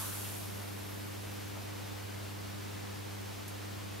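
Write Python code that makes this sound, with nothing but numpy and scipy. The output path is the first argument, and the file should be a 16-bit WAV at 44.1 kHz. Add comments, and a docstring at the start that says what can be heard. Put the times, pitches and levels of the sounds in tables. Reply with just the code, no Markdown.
"""Corona streamers on a metal ball electrode sizzle in a quiet room.
Thousands of tiny discharges a second add up to a bright noise, which dies down during the
first second and lingers faintly over mains hum, a thin whine and a steady hiss with two soft
puffs. A tiny spark ticks in the sizzle, and a doubled one near the end."""
import sys
import numpy as np
from scipy import signal
from scipy.fft import rfft, irfft
from scipy.io import wavfile

SR = 44100
rng = np.random.default_rng(int(sys.argv[2]) if len(sys.argv) > 2 else 0)


def unload_wav(signal):
    """Save mono or channel-first audio to the path in sys.argv[1] as 16-bit WAV at rate SR, clipped to [-1, 1]."""
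    wavfile.write(
        sys.argv[1],
        SR,
        np.round(np.clip(np.atleast_2d(signal).T, -1, 1) * 32767).astype(np.int16),
    )


N = 176400

# spectrum of the corona sizzle: f/Hz, relative level/dB
SIZZLE_SPECTRUM = [(1500, -16), (3000, -6.5), (4800, -6.5), (6300, -4), (8000, -3.5), (10000, 0),
                   (11500, 1.5), (12500, -0.5), (13400, -2), (14800, -6), (15800, -10)]
# decay of the sizzle: t/s, rms level/dB
SIZZLE_ENVELOPE = [(0, -38.5), (.11, -43), (.19, -43), (.3, -45), (.41, -48), (.52, -52.5), (.9, -56.3),
                   (1.5, -60), (2.4, -65.5), (4, -68)]
# spectrum of the opening rush: f/Hz, relative level/dB
RUSH_SPECTRUM = [(600, -29), (850, -1.5), (1100, 2), (1550, 1), (1900, -10), (2800, -11), (3450, -5),
                 (4600, -24)]
# spectrum of the weak streamers: f/Hz, relative level/dB
FIZZ_SPECTRUM = [(9500, -18), (11000, -7), (11800, 1), (12400, -2), (13100, -6), (15000, -22)]
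# partials of the hum: harmonic number, rms level/dB, left minus right/dB
HUM_PARTIALS = [(1, -46.3, -.5), (2, -57.5, 2), (3, -59, 1), (4, -65.5, 1.5), (5, -71.5, -2), (7, -77, 0),
                (10, -75, -3), (12, -79.5, 2)]
# hiss in phase at the two ears: f/Hz, level in a 1 Hz band/dB
HISS_MID_SPECTRUM = [(20, -94), (45, -85.5), (80, -78), (140, -80.5), (400, -83), (600, -84.5), (800, -84),
                     (1200, -85.5), (1700, -86.5), (2800, -87.8), (5000, -91), (8500, -96.5), (13000, -99),
                     (14800, -97.5), (15800, -104)]
# hiss in antiphase at the two ears: f/Hz, level in a 1 Hz band/dB
HISS_SIDE_SPECTRUM = [(35, -100), (65, -88), (110, -76), (220, -73), (500, -76.5), (650, -79.5),
                      (1000, -84), (1900, -91), (4500, -96.5), (8500, -99.3), (13000, -99), (14800, -97),
                      (15800, -104)]
# puffs in the hiss: centre t/s, half-width/s, f/Hz, level/dB
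PUFF_EVENTS = [(0.256, 0.014, 3100, -51), (1.574, .015, 726, -52)]
# sparks: onset t/s, level/dB, left minus right/dB
SPARK_EVENTS = [(.344, -41.5, -3), (3.4803, -39.5, -1), (3.4815, -47, -1)]
# spectrum of a spark: f/Hz, relative level/dB
SPARK_SPECTRUM = [(2000, -28), (5500, -10), (7600, -1), (9300, -7), (11000, 1.5), (12900, -3), (14300, -21)]


def amp(db):
    """Amplitude grows tenfold for every 20 dB."""
    return 10 ** (np.asarray(db) / 20)


def unit(x):
    """Normalisation to an rms of 1."""
    return x / np.sqrt(np.mean(x ** 2) + 1e-20)


def colour(x, points):
    """Spectral shaping by (f/Hz, gain/dB) points joined on a logarithmic frequency axis."""
    hz, db = np.transpose(points)
    f = np.fft.rfftfreq(x.shape[-1], 1 / SR)
    gain = amp(np.interp(np.log(f + 1), np.log(hz), db))
    return irfft(rfft(x) * gain, x.shape[-1])


def spread(three, correlation):
    """Partial correlation: the ears share one signal, and each has another of its own."""
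    return np.sqrt(correlation) * three[0] + np.sqrt(1 - correlation) * three[1:]


def stereo_noise(spectrum, correlation):
    """Filtered Gaussian noise of rms 1, partly correlated between the ears."""
    return unit(colour(spread(rng.standard_normal((3, N)), correlation), spectrum))


def drift(rate_hz):
    """Low-pass noise of rms 1 serves as a slow random modulation."""
    f = np.fft.rfftfreq(N, 1 / SR)
    return unit(irfft(rfft(rng.standard_normal(N)) * np.exp(-(f / rate_hz) ** 2), N))


def corona_sizzle(t, discharges_per_s=1800, impulse_share=0.45):
    """Shot noise: tiny discharges arrive at random, partly smeared by the room into Gaussian noise."""
    sizes = amp(2.2 * np.minimum(rng.exponential(1, (3, N)), 4))
    signs = rng.choice([-1, 1], (3, N))
    fires = rng.random((3, N)) < discharges_per_s / SR
    impulses = np.sqrt(impulse_share) * unit(sizes * signs * fires)
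    smeared = np.sqrt(1 - impulse_share) * rng.standard_normal((3, N))
    pressure = spread(impulses + smeared, correlation=0.15)
    envelope = amp(np.interp(t, *np.transpose(SIZZLE_ENVELOPE)))
    return envelope * unit(colour(pressure, SIZZLE_SPECTRUM))


def midrange_rush(t, fade_db_per_s=54):
    """Exponential decay: a soft noise loses equal decibels in equal times as the sizzle settles."""
    return amp(-46.5 - fade_db_per_s * t) * stereo_noise(RUSH_SPECTRUM, correlation=0.58)


def streamer_fizz(t, fade_db_per_s=4, flutter_db=2.2):
    """Amplitude modulation: weak streamers keep up a narrow noise band that flutters and slowly fades."""
    noise = stereo_noise(FIZZ_SPECTRUM, correlation=0.25)
    return amp(-57.5 - fade_db_per_s * t + flutter_db * drift(rate_hz=45)) * noise


def mains_hum(t, fundamental_hz=100):
    """A harmonic series on twice the mains frequency; the overtones waver more than the fundamental."""
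    out = np.zeros((2, N))
    for harmonic, db, pan_db in HUM_PARTIALS:
        waver = 0.039 * drift(rate_hz=1.9) if harmonic == 1 else 0.072 * drift(rate_hz=4.1)
        tone = np.sqrt(2) * np.cos(2 * np.pi * (harmonic * fundamental_hz * t + rng.random()))
        out += amp([[db + pan_db / 2], [db - pan_db / 2]]) * (1 + waver) * tone
    return out


def background_hiss(swell_db=0.36):
    """Antiphase noise widens the low mids; in-phase noise centres the presence range."""
    white = rng.standard_normal((2, N)) * np.sqrt(SR / 2)  # unit power per hertz
    mid = colour(white[0], HISS_MID_SPECTRUM) * amp(swell_db * drift(rate_hz=13))
    side = colour(white[1], HISS_SIDE_SPECTRUM)
    return np.array([mid + side, mid - side])


def electrical_whine(t, hz=15735, rms_db=-81):
    """A steady pure tone lies near the upper limit of hearing."""
    return np.sqrt(2) * amp(rms_db) * np.sin(2 * np.pi * hz * t)


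def hiss_puff(t, centre, half_width, hz, db):
    """Band-pass noise under a Gaussian envelope is heard as a brief swell of the hiss."""
    band = [(hz / 10, -42), (hz / 2, -21), (hz, 0), (2 * hz, -21), (10 * hz, -42)]
    envelope = amp(db) * np.exp(-((t - centre) / half_width) ** 2)
    return envelope * unit(colour(rng.standard_normal(N), band))


def spark(t, start, db, pan_db, crack_decay_s=0.0011, room_t60_s=0.13):
    """Incoherent addition: a brief bright crack and its reverberation sum in power."""
    age = np.maximum(t - start, 0)
    crack = np.exp(-age / crack_decay_s)
    room_tail = amp(-8.5) * np.exp(-np.log(1000) * age / room_t60_s)
    envelope = (t >= start) * np.hypot(crack, room_tail)
    ear_gains = amp([[db + pan_db / 2], [db - pan_db / 2]])
    return ear_gains * envelope * stereo_noise(SPARK_SPECTRUM, correlation=0.3)


def scene():
    """Superposition: the pressures of corona, background, puffs and sparks add at each ear."""
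    t = np.arange(N) / SR
    corona = corona_sizzle(t) + midrange_rush(t) + streamer_fizz(t)
    background = mains_hum(t) + background_hiss() + electrical_whine(t)
    puffs = sum(hiss_puff(t, *row) for row in PUFF_EVENTS)
    sparks = sum(spark(t, *row) for row in SPARK_EVENTS)
    return corona + background + puffs + sparks


def record(dry):
    """Band limiting: a steep linear-phase low-pass filter removes the highest treble."""
    cutoff_hz = 15780
    taps = signal.firwin(1023, cutoff_hz, window=("kaiser", 9), fs=SR)
    return signal.oaconvolve(dry, taps[None], "same")


dry = scene()
out = record(dry)
unload_wav(out)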